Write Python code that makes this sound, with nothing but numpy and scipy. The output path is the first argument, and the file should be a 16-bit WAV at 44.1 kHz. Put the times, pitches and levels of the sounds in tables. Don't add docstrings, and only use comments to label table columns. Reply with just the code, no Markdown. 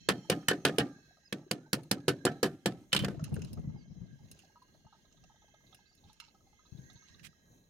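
import sys
import numpy as np
from scipy import signal
from scipy.fft import rfft, irfft
from scipy.io import wavfile
from scipy.ndimage import uniform_filter1d

SR = 44100
rng = np.random.default_rng(int(sys.argv[2]) if len(sys.argv) > 2 else 0)


def generate_wav(sig):
    pcm = np.round(np.clip(np.atleast_2d(sig).T, -1, 1) * 32767).astype(np.int16)
    wavfile.write(sys.argv[1], SR, pcm)


N = 339217

# hull_boom_db,
# deck_db, shell_db, pipe_db, crack_db; chatter_s, rebound strength (0-1),
# share of its ring time that the hand leaves the pipe
CONTACTS = [(0.087, -6.5, -19.5, -5.5, -9.5, -10.5, -9, 0.041, 0.14, 0.34),
            (0.108, -19, -5, -10.5, -11, -23, -26, 0.014, 0.12, .35),
            (0.298, -4, -21, -7.5, -22, -11.5, -11, 0.036, 0.24, 0.44),
            (0.318, -16, -7, -13.5, -10, -16, -23, 0.019, 0.28, 0.24),
            (0.428, -45, -16, -12.5, -7, -15, -19.5, 0.014, 0, .35),
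            (0.483, -8.5, -18, -16.5, -7, -6.5, -4, 0.038, 0.36, .4),
            (0.512, -9.5, -25.5, -4, -12, -16, -28.5, 0.046, 0.03, 0.39),
            (0.531, -17.5, -17, -7.5, -17.5, -19, -30.5, .025, 0, .35),
            (0.65, -4, -19.5, -8, -12.5, -9.5, -8, 0.044, 0.22, 0.26),
            (0.693, -12.5, -20, -5.5, -19, -22.5, -32.5, 0.024, 0, 0.29),
            (0.783, -11, -11.5, -2, -8.5, -6, -5.5, 0.028, 0.23, 0.3),
            (0.802, -17, -7.5, -6, -10, -18, -19, 0.025, 0.46, 0.45),
            (1.325, -20.5, -7, -5, -13, -2.5, -5, 0.044, 0.01, 0.21),
            (1.511, -15, -12, -5, -12.5, -9, -1.5, 0.034, 0.09, 0.59),
            (1.73, -9.5, -14, -11, -15.5, -14.5, -3.5, 0.034, 0.18, 0.23),
            (1.788, -42, -12, -7, -16, -20, -20, 0.026, 0.1, .35),
            (1.912, -11.5, -9, -9.5, -13, -9.5, 0, 0.037, 0.13, 0.32),
            (2.08, -9, -14.5, -5, -13, -16, -8, 0.037, 0.53, 0.37),
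            (2.251, -9, -17.5, 1, -15, -17, -5.5, 0.03, 0.08, .35),
            (2.265, -14.5, -15.5, -9, -7.5, -12, -28, 0.026, 0.47, 0.32),
            (2.429, -9, -14.5, -3.5, -11.5, -16, -6.5, 0.052, 0.32, 0.55),
            (2.658, -9.5, -15, -3.5, -10.5, -11, -4, 0.032, 0.25, 0.4),
            (2.92, -43, -22.5, -34, -15, 7, -26, 0.014, 0.35, 0.44),
            (2.928, -8.5, -25, -22, -21, -5, -8.5, 0.015, 1, 0.64),
            (2.947, -13.5, -12, -10, -11.5, -24, -5.5, 0.026, 0.11, .5),
            (2.963, -9, -22.5, -28, -20, -6.5, -10.5, 0.017, 0.3, 0.67),
            (2.99, -20.5, -13.5, -25, -13, -6, -6, 0.049, 0.31, 0.85),
            (3.022, -34.5, 0, -20, -14, -9, -6, 0.049, 1, 0.97),
            (3.036, -27.5, 4, -2, -13, -25, -30, 0.012, 0.6, .5),
            (3.045, -20.5, -10, -6, -6.5, -15.5, -6, 0.02, 0.07, 0.45),
            (3.082, -21, -11, -6.5, -13.5, -28, -18, 0.0072, 1, 0.44),
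            (3.097, -37, 1, -4, -11.5, -26, -26, 0.028, .5, .5),
            (3.141, -43, -4, -8, -11, -26, -30, 0.018, 0.7, .5),
            (3.107, -47, -16, -7, -14, -20, -19, .04, 0.4, .5)]


def undb(db):
    return 10 ** (np.asarray(db) / 20)


def curve(rows):
    s, *columns = np.transpose(rows)
    return [np.interp(np.arange(N) / SR, s, c) for c in columns]


def colour(x, points):
    hz, db = np.transpose(points)
    f = np.maximum(np.arange(x.shape[-1] // 2 + 1) * SR / x.shape[-1], 1)
    gain = undb(np.interp(np.log(f), np.log(hz), db))
    return irfft(rfft(x) * gain, x.shape[-1])


def unit(x):
    return x / np.sqrt(np.mean(x ** 2))


def peak(x, db):
    return x * undb(db) / np.abs(x).max()


def pair(n, alike):
    mid, side = rng.standard_normal((2, n))
    alike = np.clip(alike, 0, 1)
    return np.sqrt((1 + alike) / 2) * mid + np.sqrt((1 - alike) / 2) * side * np.array([[1], [-1]])


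def late(x):
    bank_lag_s = .00032
    return np.array([x[0], np.roll(x[1], int(bank_lag_s * SR))])


def band(x, hz, width):
    return signal.lfilter(*signal.iirpeak(hz, hz / width, SR), x)


def band_twice(x, hz, width):
    return band(band(x, hz, width), hz, width)


def walk(rate):
    k = int(SR / rate)
    steps = np.repeat(rng.standard_normal(N // k + 1), k)
    return 1.8 * uniform_filter1d(uniform_filter1d(steps, k), k)[:N]


def add(out, s, x, pan_db):
    i = int(s * SR)
    x = x * undb(np.array([[pan_db], [-pan_db]]) / 2)
    out[:, i:i + x.shape[1]] += x[:, :N - i]


def swell(rows, rise, fall_db_s):
    t, power = np.arange(N) / SR, 0
    for s, db, hold in rows:
        ramp = np.clip((t - s) / rise, 0, 1)
        fall_db = fall_db_s * np.maximum(t - s - rise - hold, 0)
        power = power + (ramp * undb(db - fall_db)) ** 2
    return np.sqrt(power)


def after(db, fall_db_s):
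    return swell([(row[0], row[1] + db, 0) for row in CONTACTS], 0.023, fall_db_s)


def ring(modes, force, spread, scatter_db, free=1, detune=.03, loose=1, count=3):
    t = np.arange(len(force)) / SR
    hz, db, t60 = np.repeat(np.transpose(modes), count, axis=1)[:, :, None]
    u = rng.standard_normal((4, len(hz), 1))
    fade = undb(db + scatter_db * u[0] - 60 * t / (free * t60))
    turn = 2 * np.pi * (hz * (1 + detune * u[1]) * t + loose * u[3])
    ports = np.array([(fade * np.sin(turn + spread * sign * u[2])).sum(0) for sign in (1, -1)])
    return signal.fftconvolve(ports, force[None])[:, :len(force)]


def wind():
    return unit(band_twice(pair(N, 0), 42, 50)) * undb(-79.0 + 2.2 * walk(3.1))


def open_air():
    # frequency_hz, gain_db
    air_points = [(15, -24.5), (25, 0), (157, 6), (1160, -16), (1440, -94.5), (1610, -13.5), (2410, -27.5),
                  (4030, -52), (4610, -40.5), (6560, -10), (7510, -29), (13600, -24.5), (16000, -28)]
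    air_db = -71
    return late(unit(colour(pair(N, 0.94), air_points))) * undb(air_db + 3.0 * walk(8.7))


def hiss():
    under_blow_db, fall_db_s, rest_db = -64, 74, -90.5
    stirred = undb(rest_db) + after(under_blow_db, fall_db_s)
    points = [(600, -7.0), (1500, 7.0), (4000, 1.0), (9000, 0.5), (15000, -5.0), (15500, -35.0)]  # Hz, dB
    return unit(colour(pair(N, 0.24), points)) * stirred * undb(1.7 * walk(23))


def insects():
    # frequency_hz, filter_width_hz, level_db
    voices = [(1623, 160, 3.5), (1890, 150, -2.5), (2090, 110, -4), (2220, 50, -13.5), (2610, 110, -4.5),
              (2850, 140, -6.5), (3144, 200, -1.5), (3380, 130, -6.5), (3620, 87, -10.5), (3982, 260, 2.5),
              (4302, 230, -0.5), (4980, 170, -7), (5430, 270, -5), (5580, 170, -3.5), (6070, 290, -4.5),
              (6400, 260, 1.5), (6700, 300, -1.5), (6900, 110, -8)]
    # time_s, level_db
    chorus_levels = [(0.0, -61.5), (0.9, -67.5), (1.7, -76.5), (2.33, -68), (2.85, -77.5), (4.15, -73),
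                     (6.2, -71.5), (6.4, -77.5), (7.1, -68), (7.69, -81)]
    bands = 0
    for hz, width, db in voices:
        flicker_db = 2 * walk(18) + 2.9 * walk(2.5)
        voice = band(band_twice(pair(N, 0.14), hz, width), hz, width)
        bands = bands + undb(db + flicker_db) * unit(voice)
    (level_db,) = curve(chorus_levels)
    return unit(late(bands)) * undb(level_db + np.array([[-1.5], [1.5]]))


def birds():
    # start_s, length_s, start_hz, middle_hz, end_hz, level_db
    whistles = [(1.24, 0.05, 4900, 5100, 4700, -63.5), (5.854, 0.075, 4670, 4660, 4620, -78),
                (1.533, 0.22, 1280, 1490, 1640, -71.5), (3.544, 0.35, 1760, 2086, 2180, -77.5),
                (3.769, 0.081, 4980, 4650, 4300, -73), (5.299, 0.73, 2103, 2094, 2090, -78.5),
                (5.3, .13, 2110, 1970, 2010, -86), (6.51, 0.13, 2070, 2070, 2060, -78.5),
                (6.787, 0.21, 1700, 1923, 1965, -72.5), (6.855, 0.3, 2060, 2160, 2130, -75)]
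    out = np.zeros((2, N))
    for s, length, *hz, db in whistles:
        u = np.linspace(0, 1, int(length * SR))
        pitch = np.polyval(np.polyfit([0, .5, 1], hz, 2), u)
        slow = uniform_filter1d(rng.standard_normal((2, len(u))), 400)
        blur = unit(uniform_filter1d(slow, 400))
        turn = 2 * np.pi * np.cumsum(pitch) / SR
        x = np.sin(np.pi * u) * ((1 + blur[0]) * np.sin(turn) + blur[1] * np.cos(turn))
        add(out, s, undb(db) * np.array([np.roll(x, 9), x]), -4.0)
    return out


def motor():
    # frequency_hz, filter_width_hz, level_db
    resonances = [(780, 200, -9.5), (1240, 88, -5.5), (1270, 33, -4.5), (3660, 2300, -1.5),
                  (4050, 400, 2.5), (5470, 630, 1)]
    first_s, period_s = .0598, .0616
    since = (np.arange(N) / SR - first_s) % period_s
    puffs = pair(N, 0.17) * np.exp(-since / 0.0091) * np.minimum(since / 0.0031, 1)
    x = 0
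    for hz, width, db in resonances:
        x = x + undb(db + 1.6 * walk(27)) * unit(band_twice(puffs, hz, width))
    return x * undb(-93.0 + np.array([[-2.0], [2.0]]))


def putts():
    # start_s, peak_db, pitch_hz, overtone_db against the pitch
    hollow_putts = [(.245, -54.5, 860, -10), (.737, -46.5, 800, -4), (1.045, -79, 1130, -10),
                    (1.785, -51, 874, -4), (1.847, -62, 860, -12), (1.97, -51, 800, -2),
                    (4.371, -71, 795, -3), (4.68, -72, 850, -4.5), (4.741, -72, 897, 0),
                    (4.803, -71.5, 800, -3.5), (5.05, -70, 1044, -4), (5.111, -74, 880, 1),
                    (5.173, -72, 900, 3), (5.604, -68.5, 900, -3), (5.912, -69.5, 800, -11),
                    (6.158, -73, 890, 2), (7.145, -67, 1200, -10), (1.107, -60, 730, -3),
                    (1.169, -59.5, 692, -5.5), (1.23, -73, 824, -35), (1.415, -64, 830, -30),
                    (1.661, -60, 870, -43.5), (2.832, -69.5, 884, -28), (3.325, -57, 816, -30),
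                    (3.571, -51.5, 712, -5), (3.694, -64, 877, -11), (3.756, -59, 813, -31),
                    (4.19, -65.5, 830, -32), (3.277, -59, 860, -28), (4.433, -61, 770, -23),
                    (4.495, -64, 845, -25.5), (4.556, -51, 972, -6), (4.618, -54.5, 1014, -18),
                    (4.865, -54.5, 880, -8.5), (4.925, -52, 890, -3), (4.987, -70.5, 880, -20),
                    (5.234, -61.5, 749, -7), (5.296, -56, 872, -13.5), (5.357, -63, 855, -6.5),
                    (5.419, -60.5, 850, -8), (5.481, -64, 834, -16), (5.542, -60, 836, -4),
                    (5.727, -53.5, 746, -3), (5.789, -59.5, 834, -23), (6.035, -61.5, 808, -31),
                    (6.096, -56.5, 864, -11), (6.219, -56.5, 935, 1), (6.28, -62.5, 855, -6),
                    (6.343, -58.5, 790, 0), (6.405, -66.5, 808, 16), (6.466, -64.5, 783, -21.5),
                    (6.528, -60.5, 830, -9), (6.589, -59.5, 1020, 11), (6.651, -62.5, 975, 10),
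                    (6.897, -57.5, 732, -1), (6.959, -68, 944, -11), (7.021, -63, 960, 11),
                    (7.328, -66, 920, 20.5)]
    rise_s, fall_s, width_hz, overtone_hz = 0.0029, 0.012, 100, 1266
    out, t = np.zeros((2, N)), np.arange(int(.1 * SR)) / SR
    shape = np.minimum(t / rise_s, 1) * np.exp(-np.maximum(t - 2 * rise_s, 0) / fall_s)
    for s, db, hz, overtone_db in hollow_putts:
        x = 0
        for f, gain_db in ((hz, 0), (overtone_hz, overtone_db)):
            breathy = band_twice(rng.standard_normal(3 * len(t)), f, width_hz)[-len(t):]
            x = x + undb(gain_db) * shape * (np.sin(2 * np.pi * f * t) + 0.66 * unit(breathy))
        add(out, s, peak(np.array([np.roll(x, 5), x]), db), -.6)
    return out


def rasps():
    # time_s, peak_db, frequency_hz, left_minus_right_db
    exhaust_rasps = [(4.2454, -68.5, 4040, -7.5), (4.7398, -66.5, 4200, -5), (4.928, -65, 3930, -8),
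                     (5.0524, -66, 3860, -11), (5.1716, -65, 3580, -10.5), (5.239, -70, 3990, -5.0),
                     (5.418, -68, 3520, -9.5), (5.5424, -65, 3550, -10.5), (5.668, -63, 3860, -9.0),
                     (5.727, -56, 3620, -10), (5.8012, -68, 3940, -10.0), (5.8581, -62.5, 4020, -10),
                     (5.929, -60.5, 4650, -6), (5.9766, -66.5, 3920, -11.5), (6.0407, -61, 3880, -9.5),
                     (6.0963, -60, 3920, -10.5), (6.2796, -59, 4100, -6.0), (6.3494, -75, 4420, -3.5),
                     (6.6577, -62, 3970, -11), (6.774, -61.5, 3820, -10), (6.8365, -66, 3990, -7),
                     (6.9007, -52.5, 3760, -7), (6.9576, -59, 3910, -10.0), (7.0255, -61, 4010, -9),
                     (7.0858, -64, 4010, -12), (7.143, -56.5, 3880, -8)]
    rise_s, fall_s, width_hz = .003, 0.015, 670
    out, t = np.zeros((2, N)), np.arange(int(.1 * SR)) / SR
    shape = np.minimum(t / rise_s, 1) * np.exp(-t / fall_s)
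    for s, db, hz, pan_db in exhaust_rasps:
        puff = band_twice(pair(len(t), 0.21) * shape, hz, width_hz)
        add(out, s - rise_s, peak(puff, db), pan_db)
    return out


def blip(hz, length):
    t = np.arange(int(.1 * SR)) / SR
    shape = np.sin(np.pi * np.clip(t / length, 0, 1)) ** 4.3
    rough = 1 + 0.5 * unit(uniform_filter1d(rng.standard_normal(len(t)), 60))
    x = shape * rough * np.sin(2 * np.pi * hz * t)
    x = x + 0.17 * np.roll(x, 900)
    return np.array([np.roll(x, 5), x])


def frog():
    # time_s, mean peak_db
    cluck_levels = [(0.0, -53), (1.0, -60), (1.3, -68.5), (3.5, -63.5), (4.302, -66), (5.2, -62.5),
                    (5.75, -55.5), (5.85, -78.5), (6.9, -71), (7.69, -79)]
    first_s, period_s, cluck_s, mean_hz, scatter_db = .085, .0991, .018, 635, 4
    out, (s, db) = np.zeros((2, N)), np.transpose(cluck_levels)
    for at in np.arange(first_s, N / SR, period_s):
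        u = rng.standard_normal(2)
        cluck = blip(mean_hz * (1 + 0.038 * u[0]), cluck_s)
        add(out, at, peak(cluck, np.interp(at, s, db) + scatter_db * u[1]), 3.5)
    return out


def hull():
    # start_s, level_db, hold_s
    shifts = [(0.0, -54.5, 0.031), (2.74, -62.5, 0.023), (2.97, -40.5, 0.51), (3.3, -42.5, 0.12),
              (3.46, -42.5, 0.16), (3.56, -43, 0.18), (3.8, -52.5, 0.2), (4.0, -47.5, 0.045),
              (4.07, -58, .07), (4.2, -53.5, 0.049), (4.68, -70, 0.21), (5.1, -68.5, 0.13),
              (6.03, -63, 0.038), (6.72, -53.5, 0.075), (6.9, -60.5, 0.025), (7.1, -61.5, 0.14)]
    # start_s, peak_db, pitch_hz, t60_s
    thuds = [(3.225, -26, 154, 0.055), (3.58, -36.5, 130.4, 0.11), (3.674, -28.5, 146, 0.052),
             (4.013, -39.5, 105.7, 0.069), (4.128, -44.5, 141.4, 0.11), (6.044, -56.5, 89, 0.17),
             (6.722, -45.5, 120, 0.031), (6.748, -45, 129, 0.081), (6.79, -45.5, 130, 0.23),
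             (1.464, -48.5, 377, 0.054), (3.124, -46, 500, 0.069), (3.145, -47.5, 683, .07),
             (3.193, -47.5, 640, 0.091), (3.26, -58, 655, 0.065), (3.365, -41.5, 472, 0.033),
             (3.384, -39, 419, 0.042)]
    # time_s, left_minus_right_db
    bearing = [(2.9, 2), (3.6, 2.5), (4.0, 8), (4.4, -2), (6.6, -1), (6.74, 14), (6.95, -1), (7.69, -3)]
    rise_s, fall_db_s, rest_db = 0.011, 160, -86.5
    under_blow_db, blow_fall_db_s = -52.5, 83.5
    push = swell(shifts, rise_s, fall_db_s) + after(under_blow_db, blow_fall_db_s) + undb(rest_db)
    strength = undb(3. * walk(60))
    body = 0
    # Hz, filter width Hz, dB, share alike at both ports
    for hz, width, db, alike in ((91, 110, 0.0, 0.075), (146, 83, 3.5, 0.21), (191, 115, -5.5, 0.25)):
        body = body + undb(db) * band_twice(strength * pair(N, alike), hz, width)
    out, t = unit(body) * push, np.arange(int(.2 * SR)) / SR
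    for s, db, hz, t60 in thuds:
        x = np.sin(2 * np.pi * hz * t) * undb(-60 * t / t60) * np.minimum(t / 0.0043, 1)
        add(out, s, peak(x, db)[None], 0)
    return late(out) * undb(curve(bearing)[0] * np.array([[.5], [-.5]]))


def rustle():
    # time_s, level_db
    crackle_levels = [(3.1, -76), (3.3, -76), (3.44, -73), (3.6, -82), (3.999, -91.5), (4.3, -89),
                      (4.43, -79.5), (4.6, -94), (5.35, -90), (5.7, -85), (5.85, -93.5), (6.18, -77.5),
                      (6.5, -88.5), (7.129, -78.5), (7.358, -93), (7.69, -97)]
    (db,) = curve([(3.05, -130), *crackle_levels])
    sparse_db = 3 * np.minimum(rng.exponential(size=N), 7) + 3.5 * walk(50)
    grains = pair(N, .2) * undb(sparse_db)
    x = unit(band_twice(grains, 3200, 3300)) + .5 * unit(band_twice(grains, 1100, 900))
    return x * undb(db + np.array([[-2.5], [2.5]]))


def ticks():
    # start_s, body peak_db, ring_hz, treble_db against the body, left_minus_right_db
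    tick_rows = [(1.833, -52, 3700, -2, 8), (3.194, -44, 1290, -49, 0), (3.24, -37.5, 2820, 0.5, -4),
                 (3.256, -51, 1290, -19, -2.5), (3.3405, -44, 2850, 2, -3), (3.363, -40, 1470, -38, -0.5),
                 (3.393, -54, 2780, -14, -1), (3.418, -42, 2500, -7, 2), (3.446, -45, 5100, -7, -1),
                 (3.53, -44.5, 5120, 0, 1), (4.3133, -44, 5360, 3.5, 0), (4.39, -47, 2840, -7, -2),
                 (4.4, -56, 3030, -16, -6), (4.42, -58, 5000, -12, -3), (4.446, -59, 4490, -18, -1),
                 (4.6235, -63, 4300, -2, 4), (5.125, -56, 6080, -27.5, -5), (5.239, -57, 5640, -27, -9),
                 (5.7454, -48.5, 5280, -0.5, 1.5), (5.95, -67, 1714, 6.5, -7), (6.1294, -56, 4010, -1, 0),
                 (6.2, -38, 2240, -12, -5), (6.2, -39.5, 1370, -13, -2.5), (3.294, -61, 9550, -2, -4),
                 (3.326, -62, 9500, -3, 0), (3.355, -54, 6300, 2, 2), (3.208, -55, 5000, -20, -4),
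                 (3.391, -59, 9500, -2, 0), (3.597, -65, 9300, 0, -2), (3.615, -60.5, 4200, -22, 0),
                 (4.284, -62, 4300, -19, -4), (6.901, -58, 5530, -11.5, -10), (6.931, -66, 1860, 7, -1),
                 (7.194, -53, 1760, -18, -12)]
    # frequency_hz, filter_width_hz, level_db
    scrap_modes = [(1610, 550, -5.5), (2730, 420, 1), (4120, 450, -0.5), (5250, 650, -0.5),
                   (6430, 830, -1.5)]
    fall_s, snap_db, snap_follows = 0.0059, 9, 0.32
    out, t = np.zeros((2, N)), np.arange(int(.12 * SR)) / SR
    for s, db, hz, treble_db, pan_db in tick_rows:
        snap = pair(len(t), 0.16) * np.exp(-t / fall_s) * np.minimum(t / 0.00034, 1)
        uneven_db = 4 * rng.standard_normal(len(t) // 100 + 1).repeat(100)[:len(t)]
        tail = pair(len(t), 0.155) * np.exp(-t / 0.045) * undb(uneven_db)
        burst = snap + 0.13 * tail
        ringing = band(band(burst, hz, 0.13 * hz), hz, 0.64 * hz)
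        scrap = 0
        for f, width, gain_db in scrap_modes:
            scrap = scrap + undb(gain_db + 3.5 * rng.standard_normal()) * band_twice(burst, f, width)
        body = peak(ringing, 0) + peak(scrap, snap_db + snap_follows * treble_db)
        treble = band_twice(snap, 9600, 1100) + 0.42 * band_twice(snap, 11300, 5300)
        add(out, s, peak(body, db) + peak(treble, db + treble_db), pan_db)
    return out


def scrape():
    start_s, level_db, rise_s, hold_s, fall_db_s, treble_db = 7.228, -59, 0.0092, 0.034, 1098, 0.5
    grit = pair(N, 0.096) * undb(2.3 * rng.exponential(size=N) + 2.4 * walk(90))
    wet = unit(band(band(grit, 2530, 2700), 2900, 2500))
    wet = wet + undb(treble_db) * unit(band(grit, 5500, 6600))
    push = swell([(start_s, level_db, hold_s)], rise_s, fall_db_s)
    return wet * push * undb(np.array([[-5.5], [5.5]]))


def wash(t):
    # frequency_hz, filter_width_hz, level_db, t60_s
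    tail_bands = [(149, 87, -3.5, 0.39), (279, 130, -1, 0.37), (520, 190, -6.5, 0.25),
                  (1110, 1800, -14.5, 0.13), (2200, 4500, -17, 0.28), (4500, 4200, -19.5, 0.13)]
    tail = 0
    for hz, width, db, t60 in tail_bands:
        ragged = undb(4 * unit(uniform_filter1d(rng.standard_normal(len(t)), 200)))
        noise = band_twice(ragged * pair(len(t), 400 / hz), hz, width)
        tail = tail + unit(noise) * undb(db - 60 * t / t60)
    return tail * np.minimum(t / 0.0075, 1)


def blows():
    # frequency_hz, level_db, t60_s
    boom_modes = [(90, -19, 0.017), (136.2, -8, 0.12), (164.4, -5, 0.41), (198.2, 7, 0.13),
                  (250.2, -6, 0.081)]
    deck_modes = [(304, -17.5, 0.17), (382, -4, 0.2), (431, 0, 0.072), (474.6, 5, 0.057), (520, -6, 0.076),
                  (592, -11, 0.07), (706.6, -6, 0.21), (800, -10.5, 0.047), (960, -12.5, 0.023)]
    linger_modes = [(286.9, 0.5, 0.22), (800, -18.5, 0.37), (1280, -20.5, 0.38), (1750, -23.5, 0.31),
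                    (2200, -28, .2)]
    # frequency_hz, level_db, t60_s if undamped
    shell_modes = [(1036, -10.5, 0.088), (1251, -7, 0.12), (1404, 0.5, 0.092), (1520, -13, 0.42),
                   (1630, -9, 0.084), (1741.5, -1.5, 0.2), (1808, -11.5, 0.35), (2070, -17, 0.067)]
    pipe_modes = [(1300, -9, .04), (2280, -9, .04), (2510, -4, .04), (2800, -2, .05), (3020, 3, .07),
                  (3260, -6, .04), (3540, -7, .04), (3750, -8, .04), (4200, -6, .035), (4450, -8, .035)]
    edge_modes = [(4900, -5.5, 0.025), (5324, -5, 0.2), (5500, -8, 0.035), (7130, -5.5, 0.25),
                  (7190, -4.5, 0.032), (9700, -11.5, 0.019), (9160, 2.5, 0.17), (4780, -4.5, 0.052),
                  (10100, -6.5, 0.0091), (10500, -9.5, 0.026), (12200, -13, 0.03)]
    # frequency_hz, gain_db
    crack_points = [(2060, -10), (3500, -10), (4280, -0.5), (6190, -11), (7290, -12), (8970, -10.5),
                    (12300, -15), (13200, -16.5), (15400, -24.5), (16500, -23)]
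    rise_s = 0.0025
    split_s, split_db = 0.002, 3.5
    plank_rebound = 0.68
    linger_db = -18
    out, t = np.zeros((2, N)), np.arange(int(.4 * SR)) / SR
    short = int(.15 * SR)
    for s, db, boom_db, deck_db, shell_db, pipe_db, crack_db, chatter, rebound, free in CONTACTS:
        touch = np.exp(-t / 0.03 - (t / max(chatter, .002)) ** 4)
        rebounds = (rng.random(short) < 700 / SR) * rng.standard_normal(short)
        force = rebound * rebounds * touch[:short]
        force[0] = 1
        plank_force = force * np.r_[1, np.full(short - 1, plank_rebound)]
        push = np.convolve(plank_force, np.hanning(30))[:short]
        long_force = np.r_[force, np.zeros(len(t) - short)]

        ragged = undb(3.6 * unit(uniform_filter1d(rng.standard_normal(len(t)), 40)))
        grit = (undb(-60 * t / 0.034) + 1.4 * rebound * touch) * ragged
        split = undb(split_db) * np.exp(-((t - rise_s) / split_s) ** 2)
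        crack = colour(pair(len(t), 0.24), crack_points) * (grit + split) * np.minimum(t / 0.00062, 1)
        x = undb((boom_db + deck_db) / 2 - 14.5) * wash(t) + peak(crack, crack_db)

        crunch = pair(len(t), 0.45) * grit
        x += peak(band_twice(crunch, 1300, 1900), shell_db + 1.0)
        x += peak(band_twice(crunch, 2500, 2600), pipe_db - 1.0)

        x[:, :short] += peak(ring(boom_modes, push, 0.15, 2.3, detune=0.03, loose=.1), boom_db)
        x[:, :short] += peak(ring(deck_modes, push, 0.03, 2.5, detune=.035, loose=.1, count=4), deck_db)
        x += peak(ring(linger_modes, long_force, .4, 4.0, detune=.035, count=5), deck_db + linger_db)
        shell = ring(shell_modes, force, 0.5, 1.8, free=0.29, detune=0.024, count=5)
        x[:, :short] += peak(shell, shell_db - 0.5)
        x[:, :short] += peak(ring(pipe_modes, force, 1.0, 3.0, free=free, detune=0.013, count=3), pipe_db)
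        edge_force = force * np.exp(-t[:short] / .012)
        edge = ring(edge_modes, edge_force, 2, 3, free=.18, detune=.05, count=4)
        x[:, :short] += peak(edge, crack_db - 3)
        add(out, s, undb(db) * x * np.minimum(t / rise_s, 1) ** 0.84, -.3)
    return out


def scene():
    near = signal.sosfilt(signal.butter(3, 95, "high", fs=SR, output="sos"), blows())
    boat = near + ticks() + scrape() + rustle() + hull()
    water = frog() + motor() + putts() + rasps() + birds()
    return boat + water + insects() + open_air() + hiss() + wind()


def record(dry):
    # frequency_hz, left_minus_right_db
    balance = [(300, 0), (1000, 0), (2400, -4), (4400, -2.5), (8000, 0), (15000, 1.5)]
    top_hz = 16000
    ports = np.array([colour(dry[k], [(hz, sign * db / 2) for hz, db in balance])
                      for k, sign in enumerate((1, -1))])
    rounded = np.tanh(2.5 * ports) / 2.5
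    return signal.sosfilt(signal.ellip(8, .2, 60, top_hz, fs=SR, output="sos"), rounded)


dry = scene()
out = record(dry)
generate_wav(out)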